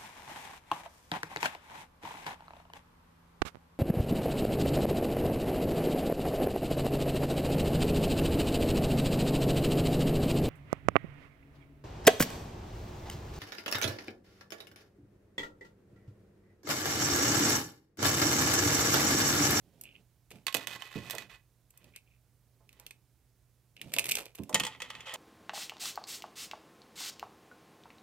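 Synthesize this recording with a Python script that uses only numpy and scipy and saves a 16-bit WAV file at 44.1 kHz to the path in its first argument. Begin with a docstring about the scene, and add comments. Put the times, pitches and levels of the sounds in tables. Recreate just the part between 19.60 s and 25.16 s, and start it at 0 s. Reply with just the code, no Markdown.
"""Beads and small tins on a table

Close up, a little right of a stereo microphone, beaded trinkets roll, click and rub. Beads drop into
an open metal tin, which rings and then scrapes in tiny slips as it is pushed along; later a lid is
clapped down and slid over the table. Hands brush about, and soft bumps wake the table top's low modes.
A small, quiet room with a low hum lies behind."""
import sys
import numpy as np
from scipy import signal
from scipy.fft import rfft, irfft, next_fast_len
from scipy.io import wavfile
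from scipy.ndimage import uniform_filter1d

SR = 44100
rng = np.random.default_rng(int(sys.argv[2]) if len(sys.argv) > 2 else 0)


def log_audio(samples):
    """Write samples as a 16-bit WAV file to the path given in sys.argv[1]."""
    # one column per channel
    frames = np.atleast_2d(samples).T
    # limit to full scale, then quantise
    limited = np.clip(frames, -1, 1)
    pcm = np.round(limited * 32767).astype(np.int16)
    wavfile.write(sys.argv[1], SR, pcm)


N = 245240
TIME = np.arange(N) / SR


def amp(db):
    """Decibels to gain."""
    return 10 ** (np.asarray(db) / 20)


def unit_rms(x):
    """Scales to rms 1."""
    return x / np.sqrt(np.mean(x ** 2) + 1e-20)


def curve_at(points, hz):
    """Reads a table on a log-frequency axis."""
    f, value = np.transpose(points)
    return np.interp(np.log(hz + 1), np.log(f + 1), value)


def add(mix, start_s, sound):
    """Mixes a stereo sound in at its start time."""
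    part = mix[:, max(round(start_s * SR), 0):][:, :sound.shape[1]]
    part += sound[:, :part.shape[1]]


def placed(x, right_db):
    """Leans a sound to the right of the microphone."""
    return x * amp([[-right_db / 2], [right_db / 2]])


def wavering(db, size):
    """A random gain that drifts over `size` samples."""
    return amp(db * unit_rms(uniform_filter1d(rng.standard_normal(N), size)))


def strokes(rows, attack_s, release_db_per_s):
    """Pressure over time: each stroke builds up, lasts for its length and dies away."""
    power = np.zeros(N)
    for start, length, db in rows:
        rise = np.clip((TIME - start) / attack_s, 0, 1)
        power += (rise * amp(db - release_db_per_s * np.maximum(TIME - start - length, 0))) ** 2
    return np.sqrt(power)


# Likeness of left and right at the microphone: f/Hz, coherence
MIC_COHERENCE = [(50, .9), (800, .985), (2500, .84), (5000, .55), (15000, .5)]


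def stereo_noise(size, lag=0):
    """White noise at two microphone ports, most alike in the bass; the left is `lag` samples late."""
    padded = next_fast_len(size)
    hz = np.fft.rfftfreq(padded, 1 / SR)
    right, unrelated = np.exp(2j * np.pi * rng.random((2, len(hz))))
    coherence = np.clip(curve_at(MIC_COHERENCE, hz), 0, 1)
    left = coherence * right + np.sqrt(1 - coherence ** 2) * unrelated
    left *= np.exp(-2j * np.pi * hz * lag / SR)
    return unit_rms(irfft(np.array([left, right]), padded)[:, :size])


def coloured_noise(colour):
    """Steady stereo noise with a given spectrum."""
    gain = amp(curve_at(colour, np.fft.rfftfreq(N, 1 / SR)))
    return irfft(rfft(stereo_noise(N)) * gain, N)


def resonator(colour, modes, treble_db, body_db, size=8192):
    """An object's impulse response: modes on a broad colour, with unit gain over 1.5-5 kHz."""
    hz = np.fft.rfftfreq(size, 1 / SR)
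    peaks = 1 + sum((amp(db) ** 2 - 1) / (1 + (2 * (hz - f) / width) ** 2) for f, width, db in modes)
    shelves_db = treble_db / (1 + (5200 / (hz + 1)) ** 4) + body_db / (1 + (hz / 1650) ** 10)
    gain = amp(curve_at(colour, hz) + shelves_db) * np.sqrt(np.maximum(peaks, .1))
    gain /= np.sqrt(np.mean(gain[(hz > 1500) & (hz < 5000)] ** 2))
    cepstrum = irfft(np.log(gain))
    cepstrum[1:size // 2] *= 2  # minimum phase, so the ring follows the contact
    cepstrum[size // 2 + 1:] = 0
    return irfft(np.exp(rfft(cepstrum)))


def knocks(rows, colour, modes, body_db, rise_s, crack_s, ring_s, ring_db, detune, lag, size=4096):
    """Each contact is a short crack and a dense dying ring, its modes a little different each time."""
    scatter_db, body_per_treble = 2, 0.13  # a sharp contact has more low knock and less ring
    out, t = np.zeros((2, N)), np.arange(size) / SR
    envelope = (1 - np.exp(-t / rise_s)) * (np.exp(-t / crack_s) + amp(ring_db) * np.exp(-t / ring_s))
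    for start, db, treble_db in rows:
        struck = [(f * (1 + detune * rng.normal()), width, height + scatter_db * rng.normal())
                  for f, width, height in modes]
        response = resonator(colour, struck, treble_db, body_db + body_per_treble * treble_db)
        crack = stereo_noise(size, lag) * envelope
        crack *= np.sqrt(.005 * SR / np.sum(crack ** 2, 1, keepdims=True))  # energy of 5 ms at rms 1
        add(out, start, amp(db) * signal.fftconvolve(crack, response[None], axes=1))
    return out


def friction(pressure, response, slips_per_s, spread_db, clump_db, smooth, lag):
    """Tiny uneven slips come in clumps over smooth rubbing; lighter pressure sounds duller."""
    slipping = rng.random(N) < slips_per_s / SR
    strength = amp(spread_db * np.minimum(rng.exponential(1, N), 2))
    slips = slipping * strength * wavering(clump_db, size=500)
    power = signal.lfilter([1], [1, -np.exp(-2000 / SR)], slips ** 2)  # each slip lasts about 1 ms
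    drive = unit_rms(stereo_noise(N, lag) * np.sqrt(power + smooth * power.mean())) * pressure
    dull = signal.sosfiltfilt(signal.butter(1, 4500, fs=SR, output="sos"), drive)
    treble = (drive - dull) * (pressure / pressure.max()) ** 0.42
    return signal.oaconvolve(dull + treble, response[None], axes=1)[:, :N]


# Room tone behind the table: f/Hz, relative level/dB
ROOM_TONE_COLOUR = [(20, -24), (55, 0), (85, -7.5), (130, -5.5), (200, -16.5), (450, -21.5), (1200, -29.5),
                    (3000, -33), (15500, -32)]


def room_tone():
    """Low room rumble, a faint electric hum and microphone hiss."""
    hum_hz = 120.2
    air = unit_rms(coloured_noise(ROOM_TONE_COLOUR))
    hum = unit_rms(np.sin(2 * np.pi * hum_hz * TIME))
    return placed(amp(-70) * air + amp(-72.5) * hum, right_db=6.0)


# Hands brushing the table and soft toys, close by: t/s, length/s, level/dB
HAND_STROKES = [(0, 0.41, -67.5), (.7, 0.02, -50), (.87, 0.29, -61), (1.36, .24, -55.5),
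                (2.17, 0.11, -63.5), (2.88, 0.45, -77), (4.16, 0.37, -59), (4.3, 0.29, -58.5),
                (4.78, 0.66, -64.5)]


def hands():
    """Dull, uneven brushing of skin and cloth."""
    colour = [(30, -24.5), (120, 9), (350, 2), (700, -5), (1300, -22.5), (3000, -16.5), (15000, -31)]
    rub = unit_rms(coloured_noise(colour) * wavering(2, size=1200))
    pressure = strokes(HAND_STROKES, attack_s=0.09, release_db_per_s=172)
    return placed(rub * pressure, right_db=6.5)


# Broad spectrum of the beads, close up: f/Hz, relative level/dB
BEAD_SPECTRUM = [(100, -21.5), (450, -4.5), (1200, -16.5), (2000, -15.5), (3500, -10.5), (6000, -1),
                 (10000, 3.5), (14500, 5), (16500, -22)]
# Their resonances and one notch: f/Hz, width/Hz, height/dB
BEAD_RESONANCES = [(1960, 170, -22), (2406, 214, 24), (2567, 600, 26), (3600, 250, 10.5), (8030, 160, 13.5),
                   (12000, 1700, 0.5)]
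# Beads rolling over each other: t/s, length/s, level/dB
BEAD_ROLLING = [(.2, 0.14, -68), (.703, 0.02, -49.5), (2.2, 0.15, -69.5), (3.1, 0.23, -69.5),
                (4.21, 0.21, -55.5), (4.315, 0.3, -42.5), (4.745, 0.035, -48.5)]
# Beads clicking together: t/s, level/dB, treble/dB
BEAD_CONTACTS = [(.2119, -51.5, 20.5), (.2364, -51.5, 10), (.7053, -44, -7.5), (2.1051, -62.5, 14),
                 (2.1745, -59.5, 15), (2.2423, -51.5, -3.5), (2.361, -37.5, -7), (3.0914, -50, -7),
                 (3.1283, -52.5, -2.5), (3.1976, -49, 4.5), (3.2645, -38, -0.5), (3.3079, -39, -10),
                 (4.1657, -43.5, -16), (4.2146, -29, -10), (4.3378, -22.5, -6), (4.364, -24.5, -13),
                 (4.385, -16, -9), (4.3932, -20, -3), (4.4416, -30, -3), (4.456, -30.5, -1),
                 (4.466, -35, -3), (4.49, -26.5, -2), (4.4952, -24, -5), (4.5125, -27, 4),
                 (4.5186, -20, -3.5), (4.553, -22, 0.5), (4.569, -25.5, -11), (4.6042, -39.5, -3),
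                 (4.6556, -41, -2), (4.7533, -46.5, 4.5), (4.8347, -47, 2.5)]


def beads():
    """Hard beads just right of centre: bright, dry clicks and a loose rattle as they roll."""
    clicks = knocks(BEAD_CONTACTS, BEAD_SPECTRUM, BEAD_RESONANCES, body_db=-6.5,
                    rise_s=.0007, crack_s=.0017, ring_s=.009, ring_db=-21, detune=.04, lag=3)
    response = resonator(BEAD_SPECTRUM, BEAD_RESONANCES, treble_db=-4.5, body_db=8)
    pressure = strokes(BEAD_ROLLING, attack_s=.01, release_db_per_s=245.5)
    rattle = friction(pressure, response, slips_per_s=200, spread_db=4.5, clump_db=3.5, smooth=.06, lag=3)
    return placed(clicks + rattle, right_db=3.5)


# Beads rubbing, at the same spot: t/s, length/s, level/dB, f/Hz
BEAD_RUBBING = [(0.242, 0.067, -56.5, 2670), (0.341, 0.0083, -54, 2640), (2.337, 0.027, -57.5, 2430),
                (2.464, 0.1, -75, 2490), (4.16, 0.047, -62, 2650), (4.487, 0.084, -45.5, 2500)]


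def bead_chatter(width_hz=620):
    """Beads stick and slip against each other, each rub ringing at its own pitch."""
    slips = friction(np.ones(N), np.ones(1), slips_per_s=170, spread_db=3, clump_db=1.5,
                     smooth=.15, lag=3)
    out = np.zeros((2, N))
    for start, length, db, hz in BEAD_RUBBING:
        b, a = signal.iirpeak(hz, hz / width_hz, fs=SR)
        ring = unit_rms(signal.lfilter(b, a, signal.lfilter(b, a, slips)))
        out += ring * strokes([(start, length, db)], attack_s=0.0031, release_db_per_s=562)
    return placed(out, right_db=3.5)


# Low modes of the table top: f/Hz
TABLE_MODES = [85, 137, 172, 206, 280, 320, 470, 505, 590, 660, 880, 1005]
# Hands and tins bumping it, near right: t/s, level/dB, centre f/Hz
TABLE_BUMPS = [(0.734, -59, 178), (.945, -40.5, 422), (1.356, -38.5, 248), (1.375, -48, 132),
               (1.534, -46.5, 600), (3.004, -72, 750), (3.197, -67, 1250), (4.258, -51, 149),
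               (4.364, -45.5, 680), (4.602, -54.5, 650), (4.792, -40, 224), (4.892, -45.5, 604),
               (4.933, -41, 174), (4.944, -44, 467), (5.007, -44.5, 186), (5.534, -47.5, 715)]


def table_bumps(t60_s=.18, size=16384):
    """A soft blow gives a dull thud and wakes the table's modes around a centre set by its softness."""
    out, t, hz = np.zeros((2, N)), np.arange(size) / SR, np.array(TABLE_MODES)
    envelope = (1 - np.exp(-t / 0.0023)) * amp(-60 * t / t60_s)
    for start, db, centre_hz in TABLE_BUMPS:
        weights = 1 / (1 + (np.log(hz / centre_hz) / 0.45) ** 2)
        detuned_hz = hz * rng.normal(1, 0.026, len(hz))
        modes = np.sin(2 * np.pi * (np.outer(detuned_hz, t) + rng.random((len(hz), 1))))
        band = signal.butter(3, [centre_hz / 3, centre_hz * 1.79], "bandpass", fs=SR, output="sos")
        toneless = signal.sosfilt(band, stereo_noise(size))
        thud = (unit_rms(weights @ modes) + amp(-4) * unit_rms(toneless)) * envelope
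        onset_rms = np.sqrt(np.mean(thud[:, t < .03] ** 2))
        add(out, start, amp(db) * thud / onset_rms)
    return placed(out, right_db=6.5)


# Broad spectrum of the open tin, close and furthest right: f/Hz, relative level/dB
TIN_SPECTRUM = [(100, -30.5), (450, -11), (1300, -8.5), (2800, -2), (5000, -4), (8500, -5), (10500, -12.5),
                (13000, -4), (16000, -18)]
# Its resonances: f/Hz, width/Hz, height/dB
TIN_RESONANCES = [(1080, 35, 8), (1760, 45, 9), (1975, 45, 16), (2530, 55, 16), (3040, 110, 8),
                  (3450, 45, 11), (3820, 60, 8), (4380, 90, 7)]
# Knocks on the tin: t/s, level/dB, treble/dB
TIN_CONTACTS = [(.8674, -21.5, -0.5), (.881, -24, -11.5), (.9258, -36, 1), (.9432, -22, 4),
                (.947, -20, 1.5), (.968, -27.5, 1.5), (1.0712, -27, 1), (1.2211, -32, -10.5),
                (1.4985, -31.5, 0), (1.508, -33.5, 13.5), (1.5504, -39, 9.5), (1.5823, -29, -2.5)]
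# The tin pushed over the table: t/s, length/s, level/dB
TIN_SLIDES = [(.95, 0.084, -42.5), (1.07, 0.087, -39), (1.19, 0.085, -44.5), (1.3, 0.23, -45),
              (1.49, 0.14, -44), (1.69, 0.059, -48), (2.13, 0.17, -66.5), (3.12, 0.14, -64)]


def tin():
    """The open tin rings when beads land in it, and its rim scrapes along the table."""
    hits = knocks(TIN_CONTACTS, TIN_SPECTRUM, TIN_RESONANCES, body_db=5.5,
                  rise_s=.0005, crack_s=.0016, ring_s=.014, ring_db=-20, detune=0, lag=0)
    rim = resonator(TIN_SPECTRUM, TIN_RESONANCES, treble_db=-6, body_db=7.5)
    pressure = strokes(TIN_SLIDES, attack_s=0.009, release_db_per_s=363)
    scrape = friction(pressure, rim, slips_per_s=650, spread_db=3.5, clump_db=2, smooth=.45, lag=0)
    return placed(hits, right_db=10.5) + placed(scrape, right_db=8.5)


# Broad spectrum of the lid, close and almost straight ahead: f/Hz, relative level/dB
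LID_SPECTRUM = [(100, -52), (500, -6), (1100, -1.5), (1550, -4.5), (2000, -1.5), (3200, 3), (5000, -3),
                (8500, -2.5), (10200, -10), (12500, -8.5), (16000, -20)]
# Its resonances: f/Hz, width/Hz, height/dB
LID_RESONANCES = [(490, 35, 8), (880, 16, 11), (1000, 30, 5), (1260, 60, 10), (1845, 30, 12),
                  (1963, 32, 15.5), (2140, 55, 9), (2560, 90, 9), (3090, 160, 8), (3380, 55, 10),
                  (6950, 70, 8)]
# The lid landing and chattering: t/s, level/dB, treble/dB
LID_CONTACTS = [(4.894, -45, 25), (4.9279, -37, 1), (4.9442, -13, 8.5), (4.9545, -15, -10),
                (4.963, -33, -19), (4.9985, -19.5, 6), (5.002, -20.5, -20), (5.035, -23, -2),
                (5.05, -26, 6), (5.0666, -25, 0.5), (5.2023, -33, -3), (5.2193, -24.5, -2),
                (5.3026, -28.5, -7), (5.351, -35, -10), (5.4059, -37, -3), (5.5386, -35.5, 18)]
# The lid pushed over the table: t/s, length/s, level/dB
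LID_SLIDES = [(5.04, 0.046, -39.5), (5.11, 0.043, -44.5), (5.22, 0.21, -45.5), (5.455, 0.21, -37.5)]


def lid():
    """The metal lid claps down, chatters on its rim and slides."""
    hits = knocks(LID_CONTACTS, LID_SPECTRUM, LID_RESONANCES, body_db=2.5,
                  rise_s=.0001, crack_s=.0045, ring_s=.012, ring_db=-15.5, detune=0, lag=-1.7)
    rim = resonator(LID_SPECTRUM, LID_RESONANCES, treble_db=-11, body_db=2.5)
    pressure = strokes(LID_SLIDES, attack_s=0.004, release_db_per_s=306)
    scrape = friction(pressure, rim, slips_per_s=1000, spread_db=3.5, clump_db=3, smooth=.5, lag=-1.5)
    return placed(hits + scrape, right_db=2.0)


# Reverberation of the room around the table: f/Hz, T60/s
ROOM_DECAY = [(150, 0.2), (3000, 0.17), (15000, 0.12)]


def room_reverb(x, build_s=0.0063, size=22050):
    """A small room returns a diffuse tail whose treble dies first."""
    hz, t, spectra = signal.stft(stereo_noise(size), SR, nperseg=256)
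    decay = amp(-60 * t / curve_at(ROOM_DECAY, hz)[:, None])
    tail = signal.istft(spectra * decay, SR, nperseg=256)[1]
    tail *= np.minimum(np.arange(tail.shape[1]) / SR / build_s, 1) ** 2
    return signal.fftconvolve(x, tail / np.linalg.norm(tail[0]), axes=1)[:, :N]


def scene():
    """At the microphone: mostly direct sound from the table, with a little of the room."""
    direct = beads() + bead_chatter() + tin() + lid() + table_bumps() + hands()
    return direct + amp(-13.5) * room_reverb(direct) + room_tone()


def record(dry):
    """The recorder's band limit cuts the highest treble."""
    lowpass = signal.firwin(255, cutoff=15800, window=("kaiser", 8), fs=SR)
    return signal.oaconvolve(dry, lowpass[None], "same")


dry = scene()
out = record(dry)
log_audio(out)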